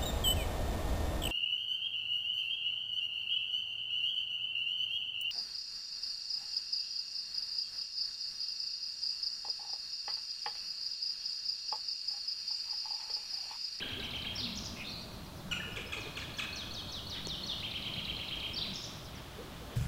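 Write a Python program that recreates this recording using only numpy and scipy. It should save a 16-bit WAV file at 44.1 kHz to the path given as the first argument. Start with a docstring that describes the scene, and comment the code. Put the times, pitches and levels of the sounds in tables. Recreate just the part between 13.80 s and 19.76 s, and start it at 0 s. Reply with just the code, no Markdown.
"""Woodpecker and finch in a beech wood

A young woodpecker yelps harshly from its hole: harmonics and rasp shaped by throat resonances.
A finch sings two phrases of gliding tones; a smaller bird, a buzzy far bird and a dove sound farther off.
Soft blips, single trunk echoes and a decaying noise tail fill the wood. Twigs snap, once loudly.
Shaped noise and a narrow engine band make distant traffic, under breeze, blurred birdsong and hiss."""
import sys
import numpy as np
from scipy import signal
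from scipy.fft import rfft, irfft, next_fast_len
from scipy.io import wavfile
from scipy.ndimage import uniform_filter1d, map_coordinates

SR = 44100
rng = np.random.default_rng(int(sys.argv[2]) if len(sys.argv) > 2 else 0)


def wav_record(signal):
    """Record a signal, one row per channel, as 16-bit PCM in the file named by sys.argv[1]."""
    frames = np.transpose(np.atleast_2d(signal))
    bounded = np.clip(frames, -1, 1)
    # unit amplitude maps onto the largest positive 16-bit level
    quanta = np.round(bounded * 32767).astype(np.int16)
    wavfile.write(sys.argv[1], SR, quanta)


N = 262836
LEAD = SR // 4  # samples before time zero: the song is already under way


def amp(db):
    """Decibels to gain."""
    return 10 ** (np.asarray(db) / 20)


def unit(x):
    """Scale to rms 1."""
    return x / np.sqrt(np.mean(x ** 2) + 1e-20)


def along(points, hz):
    """Read (Hz, value) points on a log-frequency axis."""
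    f, v = np.transpose(points)
    return np.interp(np.log(hz + 1), np.log(f + 1), v)


def curve(points):
    """Interpolate (s, value) points to one value per sample."""
    s, v = np.transpose(points)
    return np.interp(np.arange(N) / SR, s, v)


def wobble(rate_hz, size):
    """Smooth random curve through rate_hz normal-distributed knots a second."""
    knots = rng.standard_normal(int(size * rate_hz / SR) + 4)
    return map_coordinates(knots, [np.arange(size) * rate_hz / SR])


def filtered(x, response):
    """x times a response of frequency."""
    m = next_fast_len(len(x) + 8192)
    return irfft(rfft(x, m) * response(np.fft.rfftfreq(m, 1 / SR)), m)[:len(x)]


def noise(colour, size=N):
    """Noise of rms 1, coloured by (Hz, dB) points."""
    return unit(filtered(rng.standard_normal(size), lambda hz: amp(along(colour, hz))))


def add(track, start_s, sound):
    """Mix a sound into a track that begins LEAD samples early."""
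    part = track[max(0, LEAD + round(start_s * SR)):][:len(sound)]
    part += sound[:len(part)]


def woodpecker(jitter=.012, broken_jitter=.022, shimmer_db=1.8, rasp=.28, wet_db=-4.5, harmonics=9):
    """Harsh falling yelps: harmonics slide through throat resonances and turn raspy as the pitch collapses."""
    # Yelps: (time [s], source level [dB], held pitch [Hz], end of hold after onset [s])
    yelps = [(1.711, -30.5, 1460, .017), (1.96, -33.5, 1688, 0.0055), (2.121, -30.5, 1680, .007),
             (2.367, -32.5, 1701, 0.0063), (2.5837, -30, 1704, .01)]
    # Throat resonances: (frequency [Hz], gain [dB])
    throat = [(700, -26), (1200, -3), (1700, -7.5), (2400, 5.5), (3000, -0.5), (3500, -7), (4400, -20),
              (5200, -20.5), (5900, -15.5), (6700, -21.5), (7400, -15.5), (9000, -37.5), (12000, -28),
              (16000, -50)]
    # Trunk echoes: (nominal delay [s], level [dB])
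    trunks = [(.0255, -10.5), (.037, -15), (.047, -10)]
    # Settle on the held pitch, hold, break to a lower and weaker voice, sag to the end.
    yelp_s, settle_s, break_s = .029, 0.004035, 0.00398
    onset_hz, broken_hz, sag_hz = 1680, 1302, 976
    onset_db, broken_db, sag_db = -6, -6, -11
    # Resonances rise with (held pitch / rest pitch) ** throat_follows.
    throat_rest_hz, throat_follows = 1460, 0.37
    fundamental_db = -3.5  # the syrinx's first harmonic is weak

    track = np.zeros(LEAD + N)
    t = np.arange(int(yelp_s * SR)) / SR
    for s, db, held_hz, hold_s in yelps:
        stages_s = np.sort([0, settle_s, hold_s, hold_s + break_s, yelp_s])
        broken = np.interp(t, stages_s, [0, 0, 0, 1, 1])
        pitch_hz = np.interp(t, stages_s, [onset_hz, held_hz, held_hz, broken_hz, sag_hz])
        level_db = np.interp(t, stages_s, [onset_db, 0, 0, broken_db, sag_db])
        pitch_hz, phase, loud = syrinx(pitch_hz, level_db, jitter + broken_jitter * broken,
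                                       shimmer_db * (1 + broken), rate_hz=891)
        shift = (held_hz / throat_rest_hz) ** throat_follows
        voice = np.zeros(len(t))
        for k in range(1, harmonics + 1):
            gain_db = along(throat, k * pitch_hz / shift) + fundamental_db * (k == 1)
            voice += amp(gain_db) * np.sin(k * phase)
        breath = unit(filtered(rng.standard_normal(len(t)), lambda f: amp(along(throat, f / shift))))
        growing_rasp = rasp * np.linspace(0, 2, len(t))
        call = amp(db) * loud * (voice + growing_rasp * breath)
        add(track, s, forest(hollow(call), direct_db=-2.5, wet_db=wet_db, build_s=0.012, echoes=trunks))
    return track[LEAD:]


def blips():
    """Soft, nearly pure downward blips: faint peeps, and echoes shortly after some yelps."""
    # Blips: (time [s], level before motif offset [dB], pitch ratio)
    blip_events = [(.018, -41, 0.96), (.198, -48, .92), (.447, -47.5, .93), (1.796, -39, 1),
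                   (2.417, -42.5, 1), (2.638, -40.5, .98), (2.822, -49.5, 0.86)]
    # Downward blip: motif columns as in glides
    blip_motif = [(0.0019, 0.0044, 0.0118, 1920, 1810, 1610, 0.88, 1.5, 9, 5)]
    return whistler(glides(blip_motif, blip_events), jitter=0.028, shimmer_db=3.5,
                    scatter_db=-8.5, scatter_t60_s=0.39, wet_db=-4.0)


def hollow(sound, t60_s=.45, ring_db=-31):
    """The cavity behind the bird rings on faintly at a few pitches."""
    # Ring of the nest hollow: (frequency [Hz], level relative to ring_db [dB])
    modes = [(1745, -36), (2430, -31), (2550, -22.5)]
    t = np.arange(SR // 2) / SR
    ring = sum(amp(db) * np.sin(2 * np.pi * hz * t + wobble(39, len(t))) for hz, db in modes)
    ring *= amp(ring_db - 60 * t / t60_s)
    ring[0] += 1  # direct sound
    return signal.fftconvolve(sound, ring)


def syrinx(pitch_hz, db, jitter, shimmer_db, rate_hz):
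    """Pitch, phase and loudness of one note; the membrane trembles at the given rate."""
    size = len(pitch_hz)
    pitch_hz = uniform_filter1d(pitch_hz, size=64) * (1 + jitter * wobble(rate_hz, size))
    loud = amp(db + shimmer_db * wobble(rate_hz, size)) * signal.windows.tukey(size, .1)
    return pitch_hz, 2 * np.pi * np.cumsum(pitch_hz) / SR, loud


def finch():
    """The finch's gliding tones, with trunk echoes."""
    # Trunk echoes: (nominal delay [s], level [dB])
    finch_trunks = [(.033, -18.5), (.047, -14)]
    return whistler(finch_song(), jitter=.012, shimmer_db=1.8, scatter_db=-8.5,
                    scatter_t60_s=.22, wet_db=-1.5, echoes=finch_trunks)


def finch_song():
    """Notes of the song: lead-in tsips, steady pips with sinking slurs, then trill, flourish and kits."""
    # Levels below are before each motif's own offset; motif columns as in glides.
    # Faint lead-in notes: (time [s], level [dB], pitch ratio)
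    tsips = [(1.918, -53, 1.01), (2.06, -48.5, 1)]
    # Lead-in note: motif columns
    tsip_motif = [(0, .013, .011, 4900, 5150, 5350, 1, 1, 12, 7)]
    # Slurs: (time [s], level [dB])
    slurs = [(2.172, -47.5), (2.353, -46), (2.539, -43), (2.726, -40), (2.907, -40), (3.088, -40),
             (3.266, -39), (3.448, -38), (3.633, -36)]
    # A pip and a long fall: motif columns
    slur_motif = [(0, 0.0043, 0.012, 3950, 4320, 4400, 0.93, 2.5, 9.7, 9.2),
                  (.029, .026, .054, 6553, 3975, 2900, 1.08, 0.036, 6.9, 2.8)]
    # Trills: (start [s], stop [s], first period [s], lengthening per syllable [s], level [dB])
    trills = [(-.139, .47, .111, 0.0001, -35.5), (3.7975, 4.65, .1105, 0.0012, -34.5)]
    # A quick dip and an arch: motif columns
    trill_motif = [(0, .007, 0.0092, 5573, 4040, 3280, 1.04, -1, 19.7, 6.6),
                   (.028, .026, .019, 1948, 3257, 2062, 1.7, 0.4, 9, 10)]
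    # Flourishes: (time [s], level [dB], pitch ratio)
    flourishes = [(.55, -35, 0.99), (4.731, -34.5, 0.96)]
    # Four-note flourish: motif columns
    flourish_motif = [(.003, 0.0136, 0.0042, 5200, 5750, 5100, 1, -0.5, 6.5, 10),
                      (.029, .014, .02, 4420, 5207, 3400, 0.94, 1, 1, 2.4),
                      (.079, .015, .005, 3350, 4100, 4450, 1, 4.5, 5.5, 8),
                      (.098, .014, .019, 3807, 2833, 2050, 0.98, -9.5, -6, 5)]
    # Sharp closing notes: (time [s], level [dB], pitch ratio)
    kits = [(.745, -39, 0.97), (.828, -39.5, 0.93), (4.927, -40, 0.96), (5.011, -41.5, 0.96)]
    # Two-part kit: motif columns
    kit_motif = [(.008, 0.0081, .012, 4640, 6740, 7460, 1, -8, -9, 3),
                 (.029, 0.00827, 0.0087, 5290, 6730, 4920, 0.91, -7, -16.5, -13.5)]
    first_ratio, sag_per_slur = 1.07, .014

    pip, fall = slur_motif
    steady = [(s, db, 1) for s, db in slurs]
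    sinking = [(s, db, first_ratio - sag_per_slur * k) for k, (s, db) in enumerate(slurs)]
    parts = [(tsip_motif, tsips), ([pip], steady), ([fall], sinking),
             (trill_motif, repeats(trills, spread_db=0.35)),
             (flourish_motif, flourishes), (kit_motif, kits)]
    return [note for motif, events in parts for note in glides(motif, events)]


def glides(motif, events):
    """Start, pitch and level of each motif note, sung at every (s, dB, pitch ratio)."""
    # Motif columns: (onset [s], time to turn [s], time after turn [s], start [Hz], turn [Hz], end [Hz],
    # roundness (1 corner, 2 arch), level [dB], swell to turn [dB], fade after it [dB]);
    # Hz are before the pitch ratio; a negative swell or fade makes the turn the quiet point.
    for s, db, ratio in events:
        for onset, before, after, start_hz, turn_hz, end_hz, roundness, level, swell, fade in motif:
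            lead = np.linspace(1, 0, int(abs(before) * SR) + 2)
            tail = np.linspace(0, 1, int(abs(after) * SR) + 2)
            approach_hz = (start_hz - turn_hz) * lead ** roundness
            departure_hz = (end_hz - turn_hz) * tail ** roundness
            pitch_hz = turn_hz + np.r_[approach_hz, departure_hz]
            yield s + onset, ratio * pitch_hz, db + level - np.r_[swell * lead, fade * tail]


def repeats(runs, spread_db, count=12):
    """The (s, dB, pitch ratio) of syllables in runs that keep time or slow down steadily."""
    k = np.arange(count)
    for start, stop, period, lengthening, db in runs:
        times = start + period * k + lengthening * k * (k - 1) / 2
        levels = db + spread_db * rng.standard_normal(count)
        yield from ((s, level, 1) for s, level in zip(times, levels) if s < stop)


def whistler(notes, jitter, shimmer_db, scatter_db, scatter_t60_s, wet_db, echoes=()):
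    """Notes that are single gliding tones, heard through leaves and wood."""
    track = np.zeros(LEAD + N)
    for s, pitch_hz, db in notes:
        _, phase, loud = syrinx(pitch_hz, db, jitter, shimmer_db, rate_hz=393)
        note = foliage(loud * np.sin(phase), scatter_db, scatter_t60_s)
        add(track, s, forest(note, direct_db=-0.5, wet_db=wet_db, build_s=0.006, echoes=echoes))
    return track[LEAD:]


def foliage(sound, scatter_db, t60_s):
    """Leaves and twigs around a bird scatter part of its sound into a short blur of equal total energy."""
    t = np.arange(SR // 5) / SR
    blur = rng.standard_normal(len(t)) * amp(-60 * t / t60_s)
    blur *= amp(scatter_db) / np.linalg.norm(blur)
    blur[0] += 1
    return signal.oaconvolve(sound, blur / np.linalg.norm(blur))


def forest(sound, direct_db, wet_db, build_s, echoes=()):
    """Direct path, single trunk echoes, and a diffuse tail that swells in with time constant build_s."""
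    # Decay of the wood: (frequency [Hz], t60 [s])
    wood = [(400, 4.6), (1800, 1.4), (3500, 1.46), (5500, 0.84), (8000, 0.92), (14000, .3)]
    hz, t, z = signal.stft(rng.standard_normal(SR), SR, nperseg=256)
    envelope = amp(-60 * t / along(wood, hz)[:, None]) * (1 - np.exp(-t / build_s))
    tail = signal.istft(z * envelope, SR, nperseg=256)[1]
    path = tail * amp(wet_db) * np.sqrt(2 * np.log(1000) / SR)  # unit energy for a 1 s t60
    path[0] += amp(direct_db)
    for delay_s, db in echoes:
        path[round(delay_s * rng.uniform(.92, 1.08) * SR)] += amp(db)
    return signal.fftconvolve(sound, path)


def warbler():
    """Runs of falling tones from a small bird high in the canopy."""
    # Runs: (start [s], stop [s], first period [s], lengthening per note [s], mean level before motif [dB])
    warbles = [(.105, .42, .125, 0, -53.5), (1.09, 1.73, .1175, 0, -56.5),
               (3.955, 4.72, .1175, 0.00046, -59), (5.238, 5.42, 0.11, 0, -53)]
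    # Falling note: motif columns as in glides
    warbler_motif = [(0.0022, .008, 0.041, 5700, 5900, 3300, 0.99, -1, 6, 4.5)]
    return whistler(glides(warbler_motif, repeats(warbles, spread_db=3.0)), jitter=0.015, shimmer_db=3.5,
                    scatter_db=1, scatter_t60_s=0.1, wet_db=-14)


def far_bird(buzz_hz=260, scatter_db=7, wet_db=-.5):
    """A buzzy slur from deep in the wood: fast flutter spreads the tone, the long path blurs it."""
    # Calls: (time [s], level before motif offset [dB], pitch ratio)
    far_calls = [(.954, -43.5, 0.97)]
    # Two-part slur: motif columns as in glides
    far_motif = [(.004, 0.0462, 0.036, 2605, 2515, 2800, 0.91, -3, 3, 3.2),
                 (.08, .04, .17, 3350, 4153, 4540, 0.99, -.5, 2.4, 9.3)]
    track = np.zeros(LEAD + N)
    for s, pitch_hz, db in glides(far_motif, far_calls):
        _, phase, loud = syrinx(pitch_hz, db, jitter=0.016, shimmer_db=2.5, rate_hz=400)
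        flutter = 2 * np.pi * np.cumsum(buzz_hz * wobble(500, len(phase))) / SR
        note = foliage(loud * np.sin(phase + flutter), scatter_db, t60_s=0.19)
        add(track, s, forest(note, direct_db=5, wet_db=wet_db, build_s=0.013))
    return track[LEAD:]


def dove(length_s=0.071, jitter=0.11):
    """Faint, short, far coos: low tones made husky by random pitch jitter."""
    # Coos: (centre time [s], level before the path [dB], mean pitch [Hz])
    coos = [(.04, -56, 403), (.19, -51.5, 402), (1.885, -56.5, 465), (1.99, -50.5, 466), (2.07, -55.5, 486),
            (2.18, -52, 453), (2.27, -54, 446), (5.605, -49.5, 463), (5.83, -55.5, 460), (5.93, -56, 455)]
    track, size = np.zeros(LEAD + N), int(length_s * SR)
    for s, db, hz in coos:
        phase = 2 * np.pi * np.cumsum(hz * (1 + jitter * wobble(190, size))) / SR
        add(track, s - length_s / 2, amp(db) * np.hanning(size) * np.sin(phase))
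    return forest(track, direct_db=7, wet_db=-8, build_s=0.035)[LEAD:LEAD + N]


def twigs(snap_hz=6200, snap_t60_s=0.0018, rise_s=0.000053, crack=0.16, knock_db=-15, knock_t60_s=0.02):
    """Sharp snap (decaying tone and noise) with a dull woody knock of low noise that outlasts it."""
    # Snaps: (time [s], level [dB])
    snaps = [(3.359, -54), (3.471, -20), (4.170, -50), (4.264, -41)]
    knock_colour = [(150, -3), (400, 4), (1000, 0), (2500, -28), (8000, -60)]  # (Hz, dB)
    track, t = np.zeros(LEAD + N), np.arange(SR // 20) / SR
    for s, db in snaps:
        snap = np.sin(2 * np.pi * snap_hz * t) + crack * rng.standard_normal(len(t))
        snap *= amp(-60 * t / snap_t60_s)
        knock = noise(knock_colour, len(t)) * amp(knock_db - 60 * t / knock_t60_s)
        add(track, s, amp(db) * (1 - np.exp(-t / rise_s)) * (snap + knock))
    return track[LEAD:]


def chorus():
    """Blurred far birds: coloured noise with a wandering level."""
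    # Level: (time [s], level [dB])
    chorus_level = [(0, -48.5), (.3, -56.5), (1.3, -73), (3.2, -68.5), (3.45, -53.5), (3.8, -63.5),
                    (5.35, -60.5), (5.55, -56), (5.96, -60.5)]
    # Colour: (frequency [Hz], relative density [dB per Hz])
    chorus_colour = [(1100, -15), (1700, -3.5), (2100, -4), (2700, -3), (3500, 0.5), (4500, -40),
                     (7000, -42)]
    return amp(curve(chorus_level) + 3.1 * wobble(14, N)) * noise(chorus_colour)


def traffic(rumble_db=-52, recede_db_per_s=0.55, swell_db=2):
    """Distant traffic: slowly receding, swelling low noise plus the engines."""
    # Colour: (frequency [Hz], relative density [dB per Hz])
    rumble_colour = [(10, 3), (30, -11), (52, -8), (105, 3.5), (150, -7.5), (260, -50)]
    level_db = rumble_db - recede_db_per_s * np.arange(N) / SR + swell_db * wobble(6, N)
    return amp(level_db) * noise(rumble_colour) + engines()


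def engines(offset_db=-2.0, contrast=1.3, width_hz=85):
    """Far engine note, smeared into a narrow band by the many paths through the wood."""
    # Pitch: (time [s], centre [Hz])
    drone_pitch = [(0, 250), (.6, 210.4), (1, 205.9), (1.6, 165.2), (3, 190), (4.1, 168.3), (4.85, 184.8),
                   (5.2, 150), (5.96, 179.4)]
    # Level before contrast and offset: (time [s], level [dB])
    drone_level = [(0.0, -53.5), (0.61, -54), (0.62, -46.5), (1.46, -56), (1.64, -49), (2.27, -60),
                   (3.79, -51), (3.86, -57), (4.16, -46.5), (4.54, -59), (4.91, -46.5), (4.99, -56),
                   (5.13, -49), (5.9, -62)]
    level_db = curve(drone_level)
    level_db = level_db.mean() + contrast * (level_db - level_db.mean()) + offset_db
    phase = 2 * np.pi * np.cumsum(curve(drone_pitch)) / SR
    band = wobble(width_hz, N) * np.sin(phase) + wobble(width_hz, N) * np.cos(phase)
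    return amp(level_db) * unit(band)


def breeze(level_db=-48.5):
    """Light breeze: coloured noise with a slightly unsteady level."""
    # Colour: (frequency [Hz], relative density [dB per Hz])
    breeze_colour = [(20, -8), (35, -12), (52, 8.5), (100, 0.5), (200, -1.5), (300, -2), (400, -5.5),
                     (500, -9), (610, -4), (750, -8.5), (1200, -9), (1700, -16.5), (2200, -21),
                     (4000, -15.5), (7000, -27.5), (12000, -49)]
    return amp(level_db + 0.62 * wobble(8, N)) * noise(breeze_colour)


def hiss(level_db=-60.0):
    """Steady white microphone hiss."""
    return amp(level_db) * rng.standard_normal(N)


def scene():
    """All the birds at their distances, over the background."""
    birds = woodpecker() + blips() + finch() + warbler() + far_bird() + dove()
    background = chorus() + traffic() + breeze() + hiss()
    return (birds + twigs() + background)[None]


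def record(dry, top_hz=15800):
    """Remove everything from the band limit up."""
    return np.array([filtered(channel, lambda hz: hz < top_hz) for channel in dry])


dry = scene()
out = record(dry)
wav_record(out)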